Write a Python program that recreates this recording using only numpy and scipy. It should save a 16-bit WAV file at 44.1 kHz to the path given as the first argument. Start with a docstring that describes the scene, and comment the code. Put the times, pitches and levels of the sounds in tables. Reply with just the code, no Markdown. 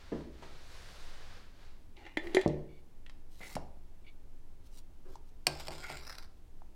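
"""In a kitchen a glass jar is twisted open, bumps the wooden table, and its tin lid is laid down.
A steel spoon then scrapes round a glass bowl and strikes it, damped by thick sauce.
Blows excite decaying modes, with noise for the rough surfaces; rubbing is noise through resonances.
The air in the jar rings as one mode, squeaks are wavering whistles, and a room tail follows most sounds.
Smooth swishes swell and fade at first; a low rumble of shaped noise lies under everything."""
import sys
import numpy as np
from scipy import signal
from scipy.fft import rfft, irfft, next_fast_len
from scipy.io import wavfile
from scipy.ndimage import uniform_filter1d, map_coordinates

SR = 44100
rng = np.random.default_rng(int(sys.argv[2]) if len(sys.argv) > 2 else 0)


def int16_out(signal):
    """Quantize to a 16-bit WAV file."""
    q = np.round(np.clip(np.atleast_2d(signal).T, -1, 1) * 32767)
    wavfile.write(sys.argv[1], SR, q.astype(np.int16))


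N = 297675
TIME = np.arange(N) / SR  # s
AGE = TIME[:SR // 2]  # s since a blow; each blow is followed for half a second


def amp(db):
    """Level law: decibels to amplitude gain."""
    return 10 ** (np.asarray(db) / 20)


def unit(x):
    """Normalisation: x scaled to rms 1."""
    return x / np.sqrt(np.mean(x ** 2) + 1e-20)


def along(points, hz):
    """Logarithmic frequency scale: (Hz, value) points interpolated along it."""
    point_hz, values = np.transpose(points)
    return np.interp(np.log(hz + 1), np.log(point_hz + 1), values)


def wobble(rate):
    """Band-limited randomness: a smooth curve through random knots, rate of them a second."""
    knots = rng.standard_normal(int(N * rate / SR) + 4)
    return map_coordinates(knots, [TIME * rate])


def filtered(x, response):
    """Linear filtering: the spectrum of x times a response of frequency."""
    size = next_fast_len(N + SR // 2)
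    hz = np.fft.rfftfreq(size, 1 / SR)
    return irfft(rfft(x, size) * response(hz), size)[:N]


def coloured(x, spectrum):
    """Spectral shaping: x with a (Hz, dB) spectrum, at rms 1."""
    return unit(filtered(x, lambda hz: amp(along(spectrum, hz))))


def resonated(x, peaks):
    """Forced resonance: x through (Hz, width Hz, dB) peaks of alternating sign, at rms 1."""
    def response(hz):
        total = 0
        for k, (centre, width, db) in enumerate(peaks):
            damping = 1j * hz * width
            total = total + (-1) ** k * amp(db) * damping / (centre ** 2 - hz ** 2 + damping)
        return total
    return unit(filtered(x, response))


def friction(rate, spread_db, smooth):
    """Stick-slip friction: tiny slips of uneven size, rate a second, over a share of smooth rubbing."""
    slip_here = rng.random(N) < rate / SR
    size = amp(spread_db * np.clip(rng.standard_normal(N), -2, 2))
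    slips = slip_here * rng.choice([-1, 1], N) * size
    return unit(slips) + smooth * rng.standard_normal(N)


def shifting(x, patchy_db):
    """Changing contact: a slide stirs ever different resonances, as patches of gain that come and go."""
    z = signal.stft(x, nperseg=512)[2]
    field = uniform_filter1d(rng.standard_normal(z.shape), size=3, axis=0)  # over frequency
    field = uniform_filter1d(field, size=12, axis=1)  # over time
    return unit(signal.istft(z * amp(patchy_db * unit(field)), nperseg=512)[1][:N])


def stroke(start, length, db, attack_s, release_s, swell_db=0):
    """Amplitude envelope of a rub: it eases in, changes by swell_db over its length, dies 60 dB in release_s."""
    age = TIME - start
    ease_in = np.exp(np.minimum(age, 0) / attack_s)
    swell = swell_db * (np.clip(age / length, 0, 1) - 0.5)
    release = -60 * np.maximum(age - length, 0) / release_s
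    return ease_in * amp(db + swell + release)


def ring(modes, tilt_db=0):
    """Modal decay: (Hz, dB, t60 s) modes of alternating sign, tilted by tilt_db an octave about 2500 Hz."""
    total = np.zeros(len(AGE))
    for k, (hz, db, t60) in enumerate(modes):
        decay = amp(db + tilt_db * np.log2(hz / 2500) - 60 * AGE / t60)
        total += (-1) ** k * decay * np.sin(2 * np.pi * hz * AGE)
    return total


def contact(low_hz, high_hz):
    """Contact time: one short push of peak 1; the softer the contact, the lower its band."""
    band = signal.butter(2, [low_hz, high_hz], 'bandpass', fs=SR, output='sos')
    push = signal.sosfilt(band, AGE == 0)
    return push / np.abs(push).max()


def crack(t60, top_hz=14000):
    """Surface roughness: a decaying burst of noise from the touching surfaces, dull above top_hz."""
    dull = signal.butter(2, top_hz, fs=SR, output='sos')
    return signal.sosfilt(dull, rng.standard_normal(len(AGE))) * amp(-60 * AGE / t60)


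# Decay of the kitchen. Each row: frequency in Hz, time to fall 60 dB in seconds.
ROOM_DECAY = [(150, 0.66), (500, 0.58), (2000, 0.46), (5000, 0.42), (12000, 0.32)]
# Colour of the kitchen's answer. Each row: frequency in Hz, relative level in dB.
ROOM_COLOUR = [(100, -5), (350, -3), (800, -2), (2000, -4.5), (5000, -5), (12000, -11)]


def in_room(x, room_db):
    """Reverberation: x and the kitchen's diffuse answer, a noise tail whose treble dies first."""
    hz, t, z = signal.stft(rng.standard_normal(len(AGE)), SR, nperseg=256)
    decay_db = -60 * t / along(ROOM_DECAY, hz)[:, None]
    shaped = z * amp(along(ROOM_COLOUR, hz)[:, None] + decay_db)
    tail = signal.istft(shaped, SR, nperseg=256)[1][:len(AGE)]
    tail *= 1 - np.exp(-AGE / 0.0014)
    tail *= 1 + 1.3 * np.exp(-AGE / 0.013)  # table top and crockery answer first
    return x + amp(room_db) * signal.fftconvolve(x, tail / np.sqrt(SR * 0.027))[:len(x)]


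def add(track, s, sound):
    """Superposition: mix a sound in at time s."""
    part = track[round(s * SR):][:len(sound)]
    part += sound[:len(part)]


# The smooth swishes. Each row: start in seconds, length in seconds, level in dB.
SWISH_STROKES = [(-.03, 0.22, -59), (0.46, 0.37, -58.5), (0.744, 0.62, -55.5), (1.627, .03, -61.5)]
# Their spectrum. Each row: frequency in Hz, relative level in dB.
SWISH_SPECTRUM = [(100, 4), (250, -15), (500, -5), (900, -7), (1600, -6), (2800, -10.5), (4500, -11),
                  (7000, -21), (10000, -29), (15500, -37)]
# Treble of the long swish. The one row: start in seconds, length in seconds, level in dB.
FIZZ_STROKE = (.72, 0.33, -64.5)
# Its spectrum. Each row: frequency in Hz, relative level in dB.
FIZZ_SPECTRUM = [(1500, -32), (4000, 2.5), (9000, -7.5), (15500, -19)]
# The room's rumble. Each row: frequency in Hz, relative level in dB.
RUMBLE_SPECTRUM = [(7, -14.5), (12, 8), (26, -14.5), (40, -18.5), (62, -17), (120, -30.5), (180, -32.5),
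                   (330, -34), (510, -41.5), (850, -44.5), (1200, -50.5), (2200, -54), (15500, -64.5)]


def background(floor_db=-45.0):
    """Shaped noise: swishes swell and fade, the long one with added treble, over a steady low rumble."""
    strokes = [stroke(*row, attack_s=0.16, release_s=0.83, swell_db=-0.5) for row in SWISH_STROKES]
    swishes = np.max(strokes, axis=0) * coloured(rng.standard_normal(N), SWISH_SPECTRUM)
    fizz_gain = stroke(*FIZZ_STROKE, attack_s=0.17, release_s=1.2)
    fizz = fizz_gain * coloured(rng.standard_normal(N), FIZZ_SPECTRUM)
    rumble = amp(floor_db) * coloured(rng.standard_normal(N), RUMBLE_SPECTRUM)
    return swishes + fizz + rumble


# Modes of the table boards. Each row: frequency in Hz, relative level in dB, time to fall 60 dB in seconds.
TABLE_MODES = [(61.7, 2.5, 0.94), (147.8, 3, 0.483), (213, -9.5, 0.29), (276, -3, 0.21), (324, -1, 0.32),
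               (370, -3, 0.64), (425, -7.5, 0.5), (477, -11, 0.31), (566, -12, 0.48), (602, -3, 0.26)]


def thud(low_hz, high_hz, ring_db, grit_db, room_db):
    """Impulse response: one dull push on the table, whose boards ring on."""
    cushion = signal.butter(4, high_hz * 2.17, fs=SR, output='sos')  # the mat softens each blow
    push = signal.sosfilt(cushion, contact(low_hz, high_hz))
    boards = amp(ring_db) * ring(TABLE_MODES)
    grit = amp(grit_db) * crack(t60=0.07, top_hz=high_hz * 2.9)
    return in_room(push + boards + grit, room_db)


# Blows on the table. Each row: start in seconds, level in dB, lower band edge in Hz, upper band edge in Hz,
# room answer in dB relative to the blow.
TABLE_BLOWS = [(0.119, -30.5, 200, 378, 10), (.423, -43, 197, 1400, 10), (2.4608, -11.5, 56.5, 438, -5),
               (3.406, -41, 110, 800, 4), (3.5545, -33.5, 101, 233, -2.5), (3.5662, -24.5, 527, 880, -6),
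               (5.155, -42, 810, 1000, -10.5), (6.619, -45, 648, 1000, -11.5)]
TABLE_DB, TABLE_DB_PER_OCT = -29, -2.5  # ring of the boards under a 300 Hz push; softer pushes stir them more
GRIT_DB, GRIT_DB_PER_OCT, GRIT_PER_ROOM = -14.5, 4.5, 1  # grit grows with hardness and with distance


def knocks():
    """Impact hardness: soft blows on the table boom, hard and distant ones are grittier."""
    out = np.zeros(N)
    for s, db, low_hz, high_hz, room_db in TABLE_BLOWS:
        hardness = np.log2(low_hz / 300)  # octaves
        ring_db = TABLE_DB + TABLE_DB_PER_OCT * hardness
        grit_db = GRIT_DB + GRIT_DB_PER_OCT * hardness + GRIT_PER_ROOM * room_db
        add(out, s, amp(db) * thud(low_hz, high_hz, ring_db, grit_db, room_db))
    return out


# Small dry ticks of fingers, lid and glass. Each row: start in seconds, level in dB,
# lower band edge in Hz, upper band edge in Hz.
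LIGHT_TOUCHES = [(1.968, -46, 2000, 4080), (2.478, -34, 2950, 7450), (3.064, -41.5, 1600, 3440),
                 (3.0971, -40.5, 700, 4100), (3.4786, -42, 3500, 9000), (3.5537, -26.5, 1100, 8150),
                 (5.1560, -45.5, 2500, 7000), (5.5986, -40, 3000, 9600)]


def ticks(room_db=-5):
    """Short contact: light touches too brief to ring, each a push roughened by a little noise."""
    out = np.zeros(N)
    for s, db, low_hz, high_hz in LIGHT_TOUCHES:
        roughness = (AGE == 0) + 0.12 * crack(t60=0.026)
        touch = signal.fftconvolve(contact(low_hz, high_hz), roughness)[:len(AGE)]
        add(out, s, amp(db) * in_room(touch, room_db))
    return out


# Turns of the lid. Each row: start in seconds, length in seconds, thread level in dB, jar air level in dB.
LID_TURNS = [(1.976, .1, -58.5, -66.5), (2.238, 0.11, -59, -47.5), (2.344, 0.12, -56, -72)]
# Colour of the rubbing thread. 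Each row: frequency in Hz, relative level in dB.
THREAD_SPECTRUM = [(150, -23.5), (330, 7.5), (520, -2.5), (680, -2), (830, 8), (1000, -5), (1400, -8.5),
                   (2050, 3), (2600, -3), (3500, -8), (5000, -15), (11000, -35.5), (16000, -46.5)]


def twisting():
    """Sliding friction: the lid rubs round its thread and stirs the resonant air in the jar."""
    rubbing = shifting(friction(rate=710, spread_db=9.5, smooth=1.35), patchy_db=3.0)
    thread_gain, air_gain = np.zeros(N), np.zeros(N)
    for s, length, thread_db, air_db in LID_TURNS:
        thread_gain += stroke(s, length, thread_db, attack_s=0.0089, release_s=0.5, swell_db=1)
        air_gain += stroke(s, length, air_db, attack_s=0.012, release_s=0.18, swell_db=-4.5)
    air = resonated(rng.standard_normal(N), [(327, 34, 0)])
    return thread_gain * coloured(rubbing, THREAD_SPECTRUM) + air_gain * air


# Slips and pops of the lid. 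Each row: start in seconds, tin level in dB, brightness in dB per octave
# (also added in dB to the noise of the slip), jar air level in dB.
LID_POPS = [(2.0651, -46, 0, -62), (2.1715, -26, -1.5, -23), (2.2706, -41.5, 1, -44),
            (2.3471, -30.5, 13.5, -19), (2.3685, -24, -5.5, -15), (2.392, -39, 1, -34.5),
            (2.413, -38, 8.5, -59.5)]
# Modes of the tin lid. Each row: frequency in Hz, relative level in dB, time to fall 60 dB in seconds.
TIN_MODES = [(522, -3.5, 0.0143), (583, 5, 0.0078), (896, -3, 0.0081), (1776, -12.5, 0.12),
             (1880, 7, 0.011), (2098, 5.5, 0.027), (2135, 5.5, 0.011), (2417, -3, 0.021), (2680, -13, .014),
             (3220, -5.5, 0.018), (3480, -20, 0.17), (2890, -43, .9), (3950, -10.5, 0.022),
             (4610, -14, 0.011), (7100, -38, 0.11), (9400, -37, 0.027), (10670, -43.5, .08)]
SEAL_GIVES_S, SEAL_OPEN_S = 2.2, 2.352
SHUT_HZ, OPEN_HZ = 313, 376.6  # the air in the jar, sealed and open
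SHUT_T60, OPEN_T60 = 0.052, 0.12  # its decay, s


def lid(crack_db=-11, room_db=-8, crack_room_db=-2, leak_hz=210):
    """Cavity resonance: lugs slip, tin rings and the jar's air pops, higher and longer once the seal is open."""
    out = np.zeros(N)
    mouth = signal.butter(2, leak_hz, 'highpass', fs=SR, output='sos')  # a small jar radiates little bass
    for s, tin_db, tilt_db, air_db in LID_POPS:
        air_hz = np.interp(s, [SEAL_GIVES_S, SEAL_OPEN_S], [SHUT_HZ, OPEN_HZ])
        air_t60 = np.interp(s, [SEAL_GIVES_S, SEAL_OPEN_S], [SHUT_T60, OPEN_T60])
        tin = in_room(ring(TIN_MODES, tilt_db), room_db)
        snap = amp(crack_db + tilt_db) * in_room(crack(t60=0.026, top_hz=7000), crack_room_db)
        air = in_room(ring([(air_hz, air_db, air_t60)]), room_db=-13)
        add(out, s, signal.sosfilt(mouth, amp(tin_db) * (tin + snap) + air))
    return out


# Fingers squeak on the jar, the lid on the mat. 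Each row: start in seconds, length in seconds,
# level in dB, mean pitch in Hz.
SQUEAK_STROKES = [(2.69, 0.11, -71, 2260), (3.413, 0.05, -56, 2040), (4.044, .012, -70, 2260),
                  (4.067, 0.025, -59.5, 2260)]
# Resonances of the rasp. Each row: frequency in Hz, width in Hz, relative level in dB.
RASP_PEAKS = [(2260, 81, 3), (2880, 110, -3.5), (3500, 220, -6), (4500, 164, -7.5)]


def squeaks(waver=0.0219, tone_db=-3, rasp_db=-3):
    """Stick-slip oscillation: skin and tin give a wavering whistle with a rasp round it."""
    out = np.zeros(N)
    for s, length, db, hz in SQUEAK_STROKES:
        pitch = hz * (1 + waver * wobble(350))
        whistle = unit(np.sin(2 * np.pi * np.cumsum(pitch) / SR))
        rasp = resonated(rng.standard_normal(N), RASP_PEAKS)
        gain = stroke(s, length, db, attack_s=0.002, release_s=0.1, swell_db=-2)
        out += gain * (amp(tone_db) * whistle + amp(rasp_db) * rasp)
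    return out


# Skin and lid slide. Each row: start in seconds, length in seconds, level in dB.
SLIDE_STROKES = [(3.318, 0.1, -66), (3.44, 0.096, -57.5), (4.656, 0.013, -67.5), (4.727, 0.064, -64.5),
                 (5.09, .06, -71.5), (5.268, 0.024, -76)]
# Their colour. Each row: frequency in Hz, relative level in dB.
SLIDE_SPECTRUM = [(500, -40), (900, -5), (1500, -16.5), (2000, -14.5), (2900, -10), (4000, -6),
                  (5500, -8.5), (9000, -13.5), (15500, -17.5)]
# The lid drags over the mat. The one row: start in seconds, length in seconds, level in dB.
DRAG_STROKE = (3.414, 0.13, -56.5)
# Resonances of the dragged lid. Each row: frequency in Hz, width in Hz, relative level in dB.
DRAG_PEAKS = [(750, 65, -3), (1400, 130, -8), (2040, 124, 3.5), (3800, 280, -16)]


def handling():
    """Friction noise: fingers and lid slide, each movement growing; the lid's rim rasps over the mat and fades."""
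    slide_gain = sum(stroke(*row, attack_s=0.014, release_s=0.083, swell_db=7) for row in SLIDE_STROKES)
    sliding = shifting(friction(rate=1100, spread_db=5.5, smooth=0.7), patchy_db=3.5)
    rubbing = shifting(friction(rate=400, spread_db=2.5, smooth=0.64), patchy_db=0.0)
    drag_gain = stroke(*DRAG_STROKE, attack_s=0.0081, release_s=0.074, swell_db=-11)
    return slide_gain * coloured(sliding, SLIDE_SPECTRUM) + drag_gain * resonated(rubbing, DRAG_PEAKS)


# The spoon is lifted and stirs against the bowl. The one row: start in seconds, length in seconds, level in dB.
PICKUP_STROKE = (5.054, 0.089, -59)
# Resonances of that stir. Each row: frequency in Hz, width in Hz, relative level in dB.
PICKUP_PEAKS = [(365, 50, 7.5), (700, 200, -8.5), (950, 250, -12), (1650, 120, -17)]
# Pressure of the spoon, one run of points before and one after it skips. Each row: time in seconds,
# pressure in dB before the overall drag gain.
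PRESSURE_RUNS = [
    [(5.51, -56.5), (5.592, -57), (5.602, -49), (5.662, -60), (5.675, -48.5)],
    [(5.712, -51.5), (5.718, -53.5), (5.894, -54.5), (5.898, -51.5), (6.026, -59.5), (6.092, -52.5),
     (6.144, -59), (6.154, -52.5), (6.176, -67), (6.184, -54), (6.194, -63), (6.234, -60.5), (6.28, -87)],
]
# Spoon flat on the glass. Each row: frequency in Hz, width in Hz, relative level in dB.
FLAT_PEAKS = [(397, 45, 4), (670, 140, 3.5), (900, 240, 1.5), (1400, 150, 0), (2300, 400, -1.5),
              (3450, 600, -2.5), (4900, 800, -5), (7350, 650, -5.5), (8500, 900, -10.5), (11800, 2200, -20),
              (14800, 1800, -22.5)]
# Spoon on its edge. Each row: frequency in Hz, width in Hz, relative level in dB.
EDGE_PEAKS = [(700, 500, 0.5), (1100, 540, 3), (2100, 520, -0.5), (3850, 320, -1), (4900, 520, 2.5),
              (5700, 560, -1), (7750, 800, -12), (9300, 600, -13), (10250, 260, -8), (12400, 900, -14),
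              (14500, 1300, -15.5)]
# The spoon judders on the glass. Each row: start in seconds, length in seconds, level in dB.
JUDDER_STROKES = [(5.836, 0.0096, -44.5), (5.896, 0.037, -52)]
# Resonances of the judder. Each row: frequency in Hz, width in Hz, relative level in dB.
JUDDER_PEAKS = [(1400, 85, -0.5), (2100, 120, -1), (2260, 135, -3.5)]
# The spoon starts nearly flat (0), then rolls onto its edge (1).
FLAT_TILT, TURN_START_S, TURN_END_S = 0.17, 5.98, 6.03


def scrape(gritty_db=2.0, drag_db=1.0):
    """Friction-driven resonance: lifted, the spoon drags in gritty bursts; its peaks shift as it turns on edge."""
    pressure = np.zeros(N)
    for run in PRESSURE_RUNS:
        run_db = np.interp(TIME, *np.transpose(run), left=-np.inf, right=-np.inf)  # silent outside the run
        pressure += amp(drag_db + run_db)
    turn = np.interp(TIME, [TURN_START_S, TURN_END_S], [FLAT_TILT, 1]) * np.pi / 2  # radians
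    slips = shifting(friction(rate=520, spread_db=4.5, smooth=0.59), patchy_db=3.0)
    slips = slips * amp(gritty_db * wobble(110))
    drag = pressure * (np.cos(turn) * resonated(slips, FLAT_PEAKS) + np.sin(turn) * resonated(slips, EDGE_PEAKS))
    judder_gain = sum(stroke(*row, attack_s=0.0086, release_s=0.155) for row in JUDDER_STROKES)
    judder = judder_gain * resonated(rng.standard_normal(N), JUDDER_PEAKS)
    pickup_gain = stroke(*PICKUP_STROKE, attack_s=0.0011, release_s=0.12, swell_db=-3.5)
    pickup = pickup_gain * resonated(rng.standard_normal(N), PICKUP_PEAKS)
    return in_room(drag + judder + pickup, room_db=-6.5)


# The spoon meets the bowl. Each row: start in seconds, clink level in dB before the common clink gain,
# brightness in dB per octave (also added in dB to the click), thud into the table in dB.
SPOON_TAPS = [(5.4686, -15.5, 0.8, -25.5), (5.6825, -33.5, -0.5, -34), (5.7065, -44, 0, -37),
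              (5.9003, -43.5, 1, -34.5), (6.0499, -50, 0, -67), (6.1533, -47.5, -0.5, -59),
              (6.1849, -45, -2.5, -51)]
# Modes of spoon and sauce-damped bowl. Each row: frequency in Hz, relative level in dB,
# time to fall 60 dB in seconds.
BOWL_MODES = [(727, -13, 0.047), (1642, -12, 0.029), (1580, -28, 0.47), (1950, -14, 0.018),
              (2460, -2, 0.021), (2680, -35, 0.3), (2800, -4.5, 0.016), (3280, -5.5, .014),
              (4240, 5.5, 0.0049), (4586, 7, 0.01), (4720, -20, .02), (4320, -29.5, 0.12),
              (5430, 0.5, 0.015), (5470, -15.5, 0.015), (5670, -11, 0.011), (7300, -15, 0.038),
              (7270, -7, .015), (8240, -6, 0.013), (8070, -5.5, 0.017), (8860, -5.5, 0.012),
              (10680, -27, 0.0066), (12790, -16, 0.012), (13840, -18, .009), (14650, -18, 0.00807)]
THUD_LOW_HZ, THUD_HIGH_HZ, THUD_ROOM_DB, THUD_RING_DB = 520, 1000, -0.5, -21.5


def taps(clink_db=-4.0, crack_db=-9, room_db=-12, crack_room_db=-4, grit_db=-32):
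    """Damped vibration: spoon strikes glass, bowl nudges table; sauce and hand stop most modes in milliseconds."""
    out = np.zeros(N)
    for s, db, tilt_db, thud_db in SPOON_TAPS:
        clink = in_room(ring(BOWL_MODES, tilt_db), room_db)
        click = amp(crack_db + tilt_db) * in_room(crack(t60=0.033, top_hz=10600), crack_room_db)
        nudge = thud(THUD_LOW_HZ, THUD_HIGH_HZ, THUD_RING_DB, grit_db, THUD_ROOM_DB)
        add(out, s, amp(db + clink_db) * (clink + click))
        add(out, s, amp(thud_db) * nudge)
    return out


def scene():
    """Superposition: all sources add at one microphone."""
    jar = knocks() + ticks() + twisting() + lid() + squeaks() + handling()
    bowl = scrape() + taps()
    return (background() + jar + bowl)[None]


TOP_HZ = 15850


def record(dry):
    """Band limiting: the recorder keeps nothing above TOP_HZ."""
    return np.array([filtered(channel, lambda hz: hz < TOP_HZ) for channel in dry])


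dry = scene()
out = record(dry)
int16_out(out)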